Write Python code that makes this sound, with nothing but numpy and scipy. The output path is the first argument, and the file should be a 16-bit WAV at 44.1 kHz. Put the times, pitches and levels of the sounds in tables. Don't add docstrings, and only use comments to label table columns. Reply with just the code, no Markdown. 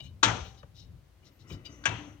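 import sys
import numpy as np
from scipy import signal
from scipy.fft import rfft, irfft
from scipy.io import wavfile
from scipy.ndimage import uniform_filter1d

SR = 44100
rng = np.random.default_rng(int(sys.argv[2]) if len(sys.argv) > 2 else 0)


def volts(x):
    e = np.asarray(x, float) / 20
    return 10 ** e


def wav_out(sig):
    wavfile.write(sys.argv[1], SR, np.round(np.clip(np.atleast_2d(sig).T, -1, 1) * 32767).astype(np.int16))


N = 97020
T = np.arange(N) / SR

# t/s, crack peak/dB, chatter length/s, body boom/dB, tail/dB
CLANKS = [
    (0.2283, -12.5, 0.00573, -19.5, -23.5),
    (1.854, -19, 0.0019, -25, -34),
]
# f/Hz, density/dB per Hz
CRACK_SPECTRA = [
    [(250, -30), (330, -18), (560, -26), (900, -9), (1620, -3), (2190, -10.5), (3800, -7), (6440, -15.5),
     (8800, -23), (11400, -60), (19400, -120)],
    [(120, -49), (200, -31.5), (1300, -13), (1640, -6.5), (2810, -9), (4820, -22), (6200, -18), (8800, -46),
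     (11400, -53.5), (19400, -120)],
]
# f/Hz, density/dB per Hz
TAIL_SPECTRA = [
    [(88, -38), (150, -1.5), (385, -6), (457, -2.5), (3330, -8), (6500, -20), (9000, -44.5), (11700, -62),
     (19800, -120)],
    [(88, 3.5), (150, -1), (581, -10.5), (987, -9.5), (1300, -10.5), (2670, -8.5), (6170, -32),
     (9000, -39.5), (11700, -62.5), (19800, -120)],
]
# f/Hz, t60/s
TAIL_T60 = [(300, 0.51), (1000, 0.5), (3000, 0.44), (6000, 0.53), (9000, 0.53)]
# f/Hz, t60/s, first slip level/dB, second slip level/dB
FRAME_MODES = [(292, .3, -28.5, -38.5), (604, .4, -37, -62), (653, 0.26, -35.5, -45),
               (777, 0.82, -40.5, -50), (900, 0.35, -26.5, -40), (969, 0.4, -33, -37),
               (1140, 0.1, -19.5, -28.5), (1374, 0.34, -23.5, -47), (1638, 0.065, -16, -13),
               (2645, .3, -38.5, -30), (2995, 0.18, -29, -43), (2332, 0.2, -36, -29.5),
               (3323, .2, -25, -48), (3733, 0.12, -23, -33)]
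# f/Hz, level/dB, t60/s
BODY_MODES = [(57, -17, 0.3), (93, -16.5, 0.32), (112, -1, 0.23), (167.65, -11.5, .25)]
# f/Hz, level/dB, t60/s
HANDLE_MODES = [(770, -8, .12), (1370, -10, .1), (2380, -2, .07), (2875, -4, .07), (2990, -2, .085),
                (3790, 1, .08), (4745, 1, .05), (5670, -10, .05)]
# f/Hz, level/dB, t60/s
SOCKET_MODES = [(2510, 0, .04), (4150, 4, .04), (5090, 4, .03), (5460, 3, .04), (6380, -5, .04)]
# t/s, length/s, level/dB, favoured f/Hz, grit/dB
RUBS = [(0, 0.013, -37, 3280, -17.5), (.012, 0.11, -59, 3500, -3), (0.045, 0.028, -57, 2400, -12),
        (0, .025, -54, 780, -4), (0.436, 0.056, -56, 3000, -8.5), (.43, .11, -62.5, 3530, 4.5),
        (0.0058, .1, -72, 7500, 8.5), (1.645, 0.043, -70, 6300, 6), (0.565, 0.06, -57, 4250, -9),
        (0.739, 0.14, -56, 4306, -4.5), (1.222, 0.04, -64, 2220, -17.5), (1.238, 0.075, -63, 4300, 1),
        (1.387, 0.065, -65, 4230, 0), (1.467, 0.12, -65, 6200, 6), (1.4887, 0.065, -49.5, 2730, -7.5),
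        (1.515, 0.041, -50.5, 4100, -11), (1.644, 0.04, -47, 2900, -11.5), (1.646, 0.04, -44.5, 4900, -16),
        (1.4984, 0.096, -50.5, 1370, -7.5)]
# t/s, peak/dB, centre f/Hz, t60/s
KNOCKS = [(0.630, -45, 1330, 0.026), (.630, -56, 2300, .02), (1.855, -35, 6100, .05),
          (1.855, -34, 2800, .04), (1.5, -47.5, 430, .1), (1.499, -41, 310, 0.37), (1.5, -47, 900, .07),
          (2.094, -59, 1370, .02), (0.632, -52, 550, .08), (1.838, -44.5, 1470, 0.044),
          (1.839, -51, 4000, 0.067)]
# t/s, length/s, level/dB, f/Hz
THUMPS = [(0.633, 0.024, -41, 90), (0.955, 0.037, -46, 85), (1.497, 0.065, -44, 150),
          (1.497, 0.13, -37.5, 90), (0.13, 0.035, -44, 90), (.405, .06, -37, 60), (.803, .025, -42, 85)]
# t/s, creep/dB, groan/dB, hiss/dB
SCREW_DRAG = [(1.15, -90.5, -95, -105), (1.27, -67, -90, -100), (1.36, -77, -97, -100),
              (1.52, -59, -90.5, -95), (1.63, -66, -77, -92), (1.70, -58.5, -63, -72),
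              (1.725, -61.5, -74, -63), (1.80, -61.5, -62, -75), (2.0, -65.5, -54.5, -68),
              (2.08, -59, -59, -67.5), (2.14, -66, -51.5, -76.5), (2.18, -76, -63, -89)]
# f/Hz, width/Hz, level/dB
SCREW_MODES = [
    [(330, 96, 3.5), (700, 500, -3.5), (1400, 670, -1.5), (2020, 197.5, -2.5), (2300, 60, -12),
     (2650, 73, -11.5), (2920, 70, -11), (3258, 2700, -8.5)],
    [(296.7, 14, 0.5)],
    [(5860, 150, -2.5), (6150, 270, -2), (6006, 2100, -1.5)],
]
# t/s, level/dB
RUMBLE_LEVEL = [(0, -47), (.14, -47), (.2, -54), (.4, -46), (.55, -54), (.7, -56), (.85, -52), (.92, -46.5),
                (.98, -52), (1.02, -59), (1.18, -61), (1.25, -57), (1.34, -66), (1.4, -56), (1.6, -54),
                (1.8, -54.5), (2.1, -51), (2.2, -56)]
# f/Hz, density/dB per Hz
RUMBLE_SPECTRUM = [(21, -36), (35, -14.5), (52, -4), (96, -1), (211, -19.5), (339, -31), (600, -33),
                   (780, -60), (1320, -120)]
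# f/Hz, density/dB per Hz
HISS_SPECTRUM = [(150, -37.5), (250, -5.5), (354, -2.5), (1170, -11.5), (4150, -16.5), (10000, -25.5),
                 (14500, -24), (17000, -24.5)]
# f/Hz, correlation/1
LIKENESS = [(100, 0.97), (300, 0.2763), (800, 0.43), (5000, 0.1)]
# f/Hz, level/dB
NEAR_LEFT = [(200, 5), (600, 4.5), (1300, 10), (5000, 15.5), (8500, 3.5)]
# f/Hz, phase/rad
NEAR_TURN = [(250, .1), (600, 1.0), (1200, 2.0), (4000, 1.6)]
# f/Hz, level/dB
FAR_LEFT = [(200, 5), (600, 6.5), (2000, 10), (6000, 12.5)]
# f/Hz, level/dB
FLOOR_LEFT = [(100, 5.5), (1000, 2.5), (12000, 2.5)]
# f/Hz, level/dB
HOUSING = [(1600, 0), (2100, -2), (3200, 2), (4900, -6), (6200, 4), (7600, -3)]


def rms_one(x):
    return x / np.sqrt(np.mean(x ** 2) + 1e-20)


def at_hz(points, hz):
    table = np.array(points)
    return np.interp(np.log(hz), np.log(table[:, 0]), table[:, 1])


def bandpass(x, low, high):
    return signal.sosfilt(signal.butter(2, [low, high], "band", fs=SR, output="sos"), x)


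def drift(rate):
    r = np.exp(-80 * np.pi * rate / SR)
    noise = rng.standard_normal(N // 40 + 2002)
    slow = signal.lfilter([1], [1, -2 * r, r * r], noise)[2000:]
    return np.interp(np.arange(N) / 40, np.arange(len(slow)), rms_one(slow))


def ring(x, hz, t60):
    r = volts(-60 / (t60 * SR))
    w = 2 * np.pi * hz / SR
    return signal.lfilter([0, np.sin(w)], [1, -2 * r * np.cos(w), r * r], x + 1e-18)


def grains(per_s, spread_db):
    sizes = volts(spread_db * np.minimum(rng.exponential(1, N), 4)) * rng.choice([-1, 1], N)
    return rms_one(sizes * (rng.random(N) < per_s / SR))


def stroke(s, length):
    return np.sin(np.pi * np.clip((T - s) / length, 0, 1) ** .65) ** 2


def decay(s, t60, rise):
    u = np.maximum(T - s, 0)
    return (1 - np.exp(-u / rise)) * volts(-60 * u / t60)


def bands(white, spectrum, balance, shape):
    out, power = 0, 0
    edges = 25 * 2 ** np.arange(0, 9.6, .5)
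    for k, (low, high) in enumerate(zip(edges, edges[1:])):
        hz = np.sqrt(low * high)
        if not spectrum[0][0] * .8 < hz < spectrum[-1][0]:
            continue
        mid, side = bandpass(white[k % 2], low, high)
        alike = np.clip(at_hz(LIKENESS, hz), 0, 1)
        gain = volts(at_hz(spectrum, hz))
        pair = np.sqrt(.5 + alike / 2) * mid + np.sqrt(.5 - alike / 2) * side * [[1], [-1]]
        lean = volts(at_hz(balance, hz) / 2 * np.array([[1], [-1]]))
        out = out + gain * shape(hz) * pair * lean
        power += gain ** 2 * (high - low) * 2 / SR
    return out / np.sqrt(power)


def near(x):
    hz = np.maximum(np.arange(N // 2 + 1) * SR / N, 1)
    to_right = volts(-at_hz(NEAR_LEFT, hz)) * np.exp(-1j * at_hz(NEAR_TURN, hz))
    return np.array([x, irfft(rfft(x) * to_right, N)])


def colour(x, spectrum):
    log_gain = at_hz(spectrum, np.maximum(np.arange(2048) * SR / 2048, 1)) * np.log(10) / 20
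    cepstrum = irfft(log_gain[:1025])
    cepstrum[1:1024] *= 2
    cepstrum[1025:] = 0
    h = irfft(np.exp(rfft(cepstrum)))
    return signal.fftconvolve(x, h / np.sqrt(np.sum(h ** 2)))[:N]


def crack(k):
    s, db, length, _, _ = CLANKS[k]
    hold = np.clip((T - s) / 0.0046, 0, 1) * volts(-60 * np.maximum(T - s - length, 0) / 0.11)
    return volts(db) * colour(grains(6000, spread_db=1.5) * hold, CRACK_SPECTRA[k])


def frame(k):
    out = np.zeros(N)
    for hz, t60, *levels_db in FRAME_MODES:
        sway = volts(1.5 * drift(53))
        sine = np.sin(2 * np.pi * (hz * T + rng.random()))
        out += volts(levels_db[k]) * decay(CLANKS[k][0], t60, 0.0024) * sway * sine
    return out


def body(k):
    s, _, _, boom_db, _ = CLANKS[k]
    u = np.maximum(T - s, 0)
    out = np.zeros(N)
    for hz, level_db, t60 in BODY_MODES:
        swell = (1 - np.exp(-(u / .07) ** 2)) * volts(-60 * u / t60)
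        out += volts(boom_db + level_db + 12.5) * swell * np.sin(2 * np.pi * (hz * u + rng.random()))
    return out


def clank_tail(k):
    s, *_, tail_db = CLANKS[k]
    stretch = (0.94, 1.14)[k]

    def fade(hz):
        return decay(s, stretch * at_hz(TAIL_T60, hz), 0.03) * volts(2.0 * drift(23))

    return volts(tail_db) * bands(rng.standard_normal((2, 2, N)), TAIL_SPECTRA[k], FAR_LEFT, fade)


def clanks():
    slips = range(len(CLANKS))
    direct = sum(crack(k) + frame(k) + body(k) for k in slips)
    return near(direct) + sum(clank_tail(k) for k in slips)


def handle():
    clicks = grains(1500, spread_db=2.5)
    out = np.zeros(N)
    _, _, db, favoured, grit_db = np.transpose(RUBS)
    strokes = np.array([stroke(s, length) for s, length, *_ in RUBS])
    for modes, force_db in ((HANDLE_MODES, db), (SOCKET_MODES, db + grit_db)):
        for hz, level_db, t60 in modes:
            drive = volts(force_db - 45 * np.log2(hz / favoured) ** 2) @ strokes
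            shifted = np.roll(clicks, rng.integers(N))
            out += volts(level_db - 22) * ring(shifted * drive, hz, t60)
    for row, hz, level_db in zip(strokes, favoured, db + grit_db):
        out += volts(level_db) * row * rms_one(bandpass(clicks, hz / 1.3, hz * 1.35))
    return out


def knocks():
    out = np.zeros(N)
    noise = rng.standard_normal(N)
    for s, db, hz, t60 in KNOCKS:
        snap = volts(7) * (np.arange(N) == int(s * SR))
        burst = noise * decay(s, t60, 0.0001)
        out += volts(db + 18) * bandpass(burst + snap, hz / 1.25, hz * 1.25)
    return out


def thumps():
    out = np.zeros(N)
    for s, length, db, hz in THUMPS:
        out += volts(db) * stroke(s, length) * np.sin(2 * np.pi * hz * (T - s) + 1.8 * drift(25))
    return out


def screw():
    rub = grains(5200, spread_db=0.0)
    out = np.zeros(N)
    s, *levels_db = np.transpose(SCREW_DRAG)
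    for modes, level_db in zip(SCREW_MODES, levels_db):
        for hz, width, db in modes:
            rings = rms_one(ring(ring(rub, hz, 2.2 / width), hz, 1.1 / width))
            out += volts(db + np.interp(T, s, level_db) + 1.2 * drift(26)) * rings
    return out


def squeak():
    line = rms_one(ring(rng.standard_normal(N), 14200, t60=0.022))
    return line * stroke(1.305, .13) * volts(-76) * volts([[0], [-4.0]])


def garage(x):
    t = T[:SR // 2]
    tails = rng.standard_normal((2, len(t))) * volts(-60 * t / .26) * (t > .004)
    tails /= np.sqrt(np.sum(tails ** 2, axis=1, keepdims=True))
    return volts(-15) * signal.fftconvolve(tails, x[None], axes=1)[:, :N] * volts([[0], [-5.0]])


def housing(x):
    cut = signal.sosfilt(signal.cheby2(12, 50, 9350, fs=SR, output="sos"), x)
    return np.array([colour(c, HOUSING) for c in cut])


def leak():
    rubs = sum(volts(db + grit_db) * stroke(s, length) for s, length, db, _, grit_db in RUBS)
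    slips = sum(volts(db) * decay(s, .7, .02) for s, db, *_ in CLANKS)
    effort = volts(-11) * rubs + volts(-51) * slips
    high = signal.butter(4, 12010, "high", fs=SR, output="sos")
    return effort * signal.sosfilt(high, rng.standard_normal((2, N))) * volts([[0], [-4.0]])


def rumble():
    lump = drift(9)
    low = bands(rng.standard_normal((2, 2, N)), RUMBLE_SPECTRUM, FLOOR_LEFT,
                lambda hz: volts(0.8 * lump + 0.75 * drift(9.6)))
    low /= uniform_filter1d(np.mean(low ** 2, axis=0), size=3000) ** .4
    return low * volts(np.interp(T, *np.transpose(RUMBLE_LEVEL)))


def hiss():
    return volts(-69) * bands(rng.standard_normal((2, 2, N)), HISS_SPECTRUM, FLOOR_LEFT,
                            lambda hz: volts(0.2 * drift(7.3)))


def scene():
    small = near(handle() + knocks() + thumps() + screw())
    inside = housing(clanks() + small + garage(small[0]))
    return inside + leak() + squeak() + rumble() + hiss()


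def low_pass(x):
    return signal.sosfilt(signal.butter(12, 16090, fs=SR, output="sos"), x)


def record(dry):
    low_cut = signal.butter(6, 44, "high", fs=SR, output="sos")
    return low_pass(signal.sosfilt(low_cut, dry))


dry = scene()
out = record(dry)
wav_out(out)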